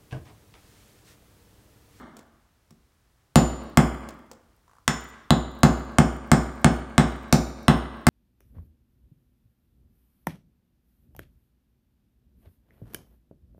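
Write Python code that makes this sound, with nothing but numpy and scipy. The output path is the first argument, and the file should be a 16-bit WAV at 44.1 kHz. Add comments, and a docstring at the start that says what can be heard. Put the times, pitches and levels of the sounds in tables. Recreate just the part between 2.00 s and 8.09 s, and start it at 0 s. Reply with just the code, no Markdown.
"""The tail of an earlier hammer blow, then small slips of a screwdriver tip on a lump of stone, over a quiet rumble.
Two blows follow on the screwdriver, held like a chisel, then two slips; the tip is dragged to a new place.
A run of blows ends the scene: each clicks, knocks the stone, thumps and rocks the plank under it in its
cardboard tray, rings the steel shaft, crushes grit and sends off chips. Parts are dying modes and noise bursts.
A small room answers; the gain control of the close microphone ducks the peaks over its limit."""
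import sys
import numpy as np
from scipy import signal
from scipy.fft import rfft, irfft
from scipy.io import wavfile
from scipy.ndimage import uniform_filter1d, minimum_filter1d

SR = 44100
rng = np.random.default_rng(int(sys.argv[2]) if len(sys.argv) > 2 else 0)


def wav_out(sig):
    """Save sig, one row per channel (or a flat mono array), as 16-bit PCM at SR to the path in sys.argv[1]."""
    wavfile.write(sys.argv[1], SR, np.round(np.clip(np.atleast_2d(sig).T, -1, 1) * 32767).astype(np.int16))


N = 268569
LEAD_S = 1  # run-in, so that the earlier blow still echoes at the start


def amp(db):
    """Amplitude factor of a level in dB."""
    return 10 ** (np.asarray(db) / 20)


def read(points, hz):
    """Interpolates a (pitch_hz, value) table over log frequency."""
    pitch_hz, value = np.transpose(points)
    return np.interp(np.log(hz + 1), np.log(pitch_hz), value)


def add(mix, start_s, sound):
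    """Mixes a sound in at start_s; what falls outside is dropped."""
    start = int(round(start_s * SR))
    sound = sound[max(-start, 0):]
    part = mix[max(start, 0):][:len(sound)]
    part += sound[:len(part)]


def noise(spectrum, size):
    """Coloured noise of rms 1."""
    gain = amp(read(spectrum, np.fft.rfftfreq(size, 1 / SR)))
    x = irfft(rfft(rng.standard_normal(size)) * gain, size)
    return x / x.std()


def burst(spectrum, decay_s):
    """One second holding a sharp puff of noise with exponential decay."""
    return noise(spectrum, SR) * np.exp(-np.arange(SR) / SR / decay_s)


def ring(modes, detune=0, step_gain=1):
    """One second of dying modes; a shifted grip detunes them, a negative step_gain opposes neighbours."""
    t = np.arange(SR) / SR
    pitch = 1 + detune * rng.standard_normal()
    out = np.zeros(SR)
    for k, (pitch_hz, level_db, t60_s) in enumerate(modes):
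        envelope = amp(level_db - 60 * t / t60_s)
        out += step_gain ** k * envelope * np.sin(2 * np.pi * pitch_hz * pitch * t)
    return out


def snap(spectrum, lag_s):
    """Contact click spread by bending waves: treble arrives first, 1 kHz about lag_s later."""
    hz = np.fft.rfftfreq(SR, 1 / SR)
    phase = 4 * np.pi * lag_s * np.sqrt(1000 * hz)  # delay goes as 1 / sqrt(hz)
    return irfft(amp(read(spectrum, hz)) * np.exp(-1j * phase), SR) * np.linspace(1, 0, SR)


# background spectrum: pitch_hz, level_db
RUMBLE = [(20, -2.5), (60, 5), (125, -5), (200, -12), (500, -18.5), (1400, -20), (2500, -25.5),
          (6000, -28.5), (15000, -33.5)]


def rumble():
    """Steady, quiet background as coloured noise."""
    return amp(-63.5) * noise(RUMBLE, N)


def tail(colour, t60, onset_s):
    """Dense random reflections, each band dying at its own speed."""
    taps = rng.choice([-1., 1.], SR) * (rng.random(SR) < .2)
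    hz, t, z = signal.stft(taps / taps.std(), SR, nperseg=256)
    rate = np.log(1000) / read(t60, hz)[:, None]
    level = amp(read(colour, hz))[:, None] * np.sqrt(2 * rate / SR)  # root: equal energy at any t60
    z = z * level * np.exp(-rate * t)
    fade_in = 1 - np.exp(-(np.arange(SR) / SR / onset_s) ** 2)
    return signal.istft(z, SR, nperseg=256)[1][:SR] * fade_in


# reflection spectra, near walls and long tail: pitch_hz, level_db
NEAR_COLOUR = [(50, -28), (140, -15), (220, -18), (300, -2.5), (600, -1.5), (1500, -7.5), (2500, -9),
               (4000, -9.5), (8000, -11.5), (15000, -42)]
LATE_COLOUR = [(50, -35), (140, -28.5), (280, -4), (700, -13), (1500, -10.5), (2500, -17.5), (4000, -17),
               (8000, -22), (15000, -15)]
# decay of each: pitch_hz, t60_s
NEAR_T60 = [(100, 0.74), (1000, 0.27), (3500, 0.28), (8000, 0.25), (15000, 0.24)]
LATE_T60 = [(100, 0.88), (1000, 1), (3500, 0.93), (8000, 0.73), (15000, 0.39)]


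def room():
    """Direct sound, quick answer of near walls and a longer tail that builds more slowly."""
    response = tail(NEAR_COLOUR, NEAR_T60, onset_s=0.0031) + tail(LATE_COLOUR, LATE_T60, onset_s=0.042)
    response[0] += 1
    return response


# spectrum of a catch of the tip: pitch_hz, level_db
SCRAPE = [(200, -36), (700, -6), (1050, 12.5), (1700, -1), (2500, -26), (7000, -12), (16000, -27)]
DRAG_START_S, DRAG_END_S, CATCHES_PER_S = 2.68, 2.785, 57
DRAG_END_DB, DRAG_RISE_DB = -53, 0.5  # nearly even level through the drag


def scrape(jitter_s=0.0035):
    """The dragged tip sticks and slips over the stone: a noise burst per catch."""
    out = np.zeros(N)
    length_s = DRAG_END_S - DRAG_START_S
    count = max(round(length_s * CATCHES_PER_S), 1) + 1
    for way in np.linspace(0, 1, count):
        start_s = DRAG_START_S + way * length_s + jitter_s * rng.standard_normal()
        level_db = DRAG_END_DB - DRAG_RISE_DB * (1 - way)
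        add(out, start_s, amp(level_db) * burst(SCRAPE, decay_s=0.0038))
    return out


# plank modes: pitch_hz, level_db, t60_s
PLANK = [(62.3, -20, 0.51), (117.4, -21, 0.33), (166.9, -3, .11), (222.4, -4.5, 0.07), (245, -15.5, 0.28),
         (326.7, -16.5, 0.094)]
ROCK_START_S, ROCK_GAP_S, ROCK_GAP_GROWTH = 0.004686, .0133, 1.06
ROCK_PUSH, ROCK_PUSH_KEPT = 0.6, 0.73


def plank(count=5):
    """The plank gives, then rocks on the cardboard ever more slowly and weakly; each push rings its modes."""
    out = np.zeros(SR)
    modes = ring(PLANK)
    start_s = ROCK_START_S
    for k in range(count):
        add(out, start_s, -ROCK_PUSH * ROCK_PUSH_KEPT ** k * modes)
        start_s += ROCK_GAP_S * ROCK_GAP_GROWTH ** k
    return out


# spectrum of the slip click: pitch_hz, level_db
CRUMB = [(100, -14.5), (500, 15.5), (1600, 2), (2800, -2), (4500, 2.5), (8000, 2), (11000, -9), (16000, -5)]
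SETTLE_S, SETTLE_DB = .018, -12.5  # delay and level change per settling step


def slip(thump, click_db, plank_db, count=3):
    """The tip slips with a click that nudges the plank, then settles in weaker steps."""
    out = np.zeros(SR)
    for k in range(count):
        step = amp(click_db) * burst(CRUMB, decay_s=0.0039) + amp(plank_db) * thump
        add(out, k * SETTLE_S, amp(k * SETTLE_DB) * step)
    return out


# slips of the tip on the stone: start_s, click_db, plank_db
SLIPS = [(0.1679, -42, -78), (0.1914, -45.5, -70), (0.707, -49.5, -43), (2.0883, -35.5, -68),
         (2.3143, -38.5, -61)]


def add_slips(mix, thump):
    """Places each slip of the tip."""
    for start_s, click_db, plank_db in SLIPS:
        add(mix, start_s + LEAD_S, slip(thump, click_db, plank_db))


# chip spectrum: pitch_hz, level_db
CHIP = [(1500, -29.5), (4000, -1.5), (8000, -3), (10500, -4), (13500, 7), (16000, 2.5)]
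CHIPS_DB_PER_GRIT_DB = 0.05  # more crushed stone, louder chips


def chips(grit_db, count=12, level_db=-47, spread_db=3.0, flight_s=0.064, scatter_s=0.26, fade_db_per_s=-22):
    """Chips fly off a blow and land as noise ticks, ever more rarely and softly."""
    out = np.zeros(SR)
    landings_s = flight_s + scatter_s * rng.exponential(1, count)
    for start_s, size in zip(landings_s, rng.standard_normal(count)):
        chip = noise(CHIP, size=256) * np.exp(-np.arange(256) / SR / 0.001)
        add(out, start_s, amp(level_db + spread_db * size + fade_db_per_s * start_s) * chip)
    return amp(CHIPS_DB_PER_GRIT_DB * grit_db) * out


# crushed stone spectrum: pitch_hz, level_db
GRIT = [(500, -11.5), (3000, 6.5), (6000, 6), (9000, 3.5), (10500, -2), (12500, -0.5), (16000, -11.5)]


def grit(grit_db):
    """The tip crushes stone: a sharp noise burst with a weaker, longer one."""
    crush = amp(-11.5) * burst(GRIT, decay_s=0.0012) + amp(-38.0) * burst(GRIT, decay_s=0.027)
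    return amp(grit_db) * crush


# shaft ring and bending modes: pitch_hz, level_db, t60_s
SHAFT = [(7039, -29.5, 0.55), (7048, -45, 0.58)]
BENDING = [(5348, -29.5, 0.27), (5230, -48, 0.34), (6503, -43, 0.4)]
BENDING_DB, BENDING_DB_PER_HARDNESS, BENDING_OFF_CENTRE_DB = -4, .5, -7


def shaft(hardness_db, off_centre, shaft_db):
    """Long steel ring; a hard, square blow bends the shaft most."""
    bending_db = BENDING_DB + BENDING_DB_PER_HARDNESS * hardness_db + BENDING_OFF_CENTRE_DB * off_centre
    return amp(shaft_db) * ring(SHAFT) + amp(bending_db) * ring(BENDING)


# handle modes: pitch_hz, level_db, t60_s
HANDLE = [(3480, -11.5, 0.005), (4094, -14, 0.012), (2730, -23, 0.005)]


def handle(off_centre):
    """Short modes of the handle, clacked by an off-centre blow."""
    return off_centre * amp(7.5) * ring(HANDLE, detune=0.041, step_gain=-1.2)


# short steel modes: pitch_hz, level_db, t60_s
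STEEL = [(7230, 4, 0.00082), (8300, 2, 0.0059), (9300, -12, 0.012)]
STEEL_DB, STEEL_OFF_CENTRE_DB = -1, -17.5


def steel(off_centre):
    """Brief zing of the steel, spared by an off-centre blow."""
    return amp(STEEL_DB + STEEL_OFF_CENTRE_DB * off_centre) * ring(STEEL, detune=0.0097, step_gain=-0.69)


# stone modes: pitch_hz, level_db, t60_s
STONE = [(659, -1.5, 0.0063), (761, -16.5, 0.0057), (1114, 2, 0.012), (1377, -15, 0.025),
         (2055, -10.5, 0.025)]
# contact click spectrum: pitch_hz, level_db
CRACK = [(100, -9.5), (400, 26), (550, 30), (1000, 27), (1600, 30.5), (2100, 16.5), (2600, 22), (4000, 14),
         (5500, 10.5), (9200, 16.5), (10500, -13), (16000, -19.5)]
# tilt by a short, hard contact: pitch_hz, level_db_per_hardness_db
HARD_TILT = [(400, -1.17), (1100, 0.5), (1900, 1.45), (3000, 1), (6000, 2), (9500, 0.7)]


def stone(hardness_db):
    """Knock of the stone's modes plus the contact click; a harder contact lifts the treble over the bass."""
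    def tilt_db(hz):
        return hardness_db * read(HARD_TILT, hz)

    modes = [(hz, level_db + tilt_db(hz), t60_s) for hz, level_db, t60_s in STONE]
    click = [(hz, level_db + tilt_db(hz)) for hz, level_db in CRACK]
    return ring(modes, detune=0.036, step_gain=-0.98) + snap(click, lag_s=0.0012083)


THUMP_DB, THUMP_DB_PER_HARDNESS = 1.5, -0.1  # a soft, long contact pushes the plank more


def blow(thump, force_db, hardness_db, off_centre, grit_db, shaft_db):
    """Hammer, tool, stone and plank sound together; force scales the plank, stone and short steel."""
    push = amp(THUMP_DB + THUMP_DB_PER_HARDNESS * hardness_db) * thump
    struck = amp(force_db) * (push + stone(hardness_db) + steel(off_centre))
    tool = handle(off_centre) + shaft(hardness_db, off_centre, shaft_db)
    return struck + tool + grit(grit_db) + chips(grit_db)


# hammer blows: start_s, force_db, hardness_db, off_centre (0-1), grit_db, shaft_db
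BLOWS = [(-.39, 5.5, -0.5, 0, 13, -12), (1.3575, 2, -5.5, 0, 10.5, 5.5), (1.7731, 1, -1, .25, 6.5, -6.5),
         (2.8788, -11.5, 8, 0.05, 3, -2.5), (3.3061, -2, -3, 0.99, -3, -6), (3.6328, 2, -1.5, 0.6, 7, -4),
         (3.985, 0, -1, 0.19, 2, -8.5), (4.3163, 0.5, -0.5, 0.06, 4, -6), (4.645, 0, 0, 0.3, -3, -16.5),
         (4.98, 0, 0, 0.48, 3, -14), (5.3263, -1, -3.5, 0, 11.5, -4), (5.6818, .5, 0, 0.53, 4.5, -19),
         (6.0681, 0, 1, 0.16, 9, -17)]


def add_blows(mix, thump):
    """Places each hammer blow."""
    for start_s, *settings in BLOWS:
        add(mix, start_s + LEAD_S, blow(thump, *settings))


def scene():
    """Blows, slips and a short scrape in the room, over its quiet rumble."""
    mix = np.zeros(N + LEAD_S * SR)
    thump = plank()
    add(mix, LEAD_S, scrape())
    add_slips(mix, thump)
    add_blows(mix, thump)
    in_room = signal.fftconvolve(mix, room())[LEAD_S * SR:][:N]
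    return (in_room + rumble())[None]


def duck(x, limit_db, share, hold_s, recover_db_per_s, attack_s):
    """Cuts a share of the dB over the limit, holds the gain, then recovers at a steady rate."""
    over_db = np.clip(share, 0, 1) * np.maximum(20 * np.log10(abs(x) + 1e-9) - limit_db, 0)
    half = max(int(hold_s * SR / 2), 1)
    held_db = -minimum_filter1d(-over_db, 2 * half + 1, origin=half, mode="constant")
    fall_db = np.arange(N) * recover_db_per_s / SR
    cut_db = np.maximum.accumulate(held_db + fall_db) - fall_db
    size = max(int(attack_s * SR), 1)
    widened_db = -minimum_filter1d(-cut_db, size)
    return x * amp(-uniform_filter1d(widened_db, size))


def record(dry):
    """Bass roll-off, slow gain control, a fast peak limiter and the band limit."""
    x = signal.sosfilt(signal.butter(2, 48, "highpass", fs=SR, output="sos"), dry[0])
    x = duck(x, limit_db=-3.0, share=0.26, hold_s=0.22, recover_db_per_s=60, attack_s=0.003)
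    x = duck(x, limit_db=-2.9, share=1, hold_s=.0003, recover_db_per_s=12000, attack_s=.0003)
    lowpass = signal.firwin(255, 16100, window=("kaiser", 9), fs=SR)
    return signal.oaconvolve(x, lowpass, "same")[None]


dry = scene()
out = record(dry)
wav_out(out)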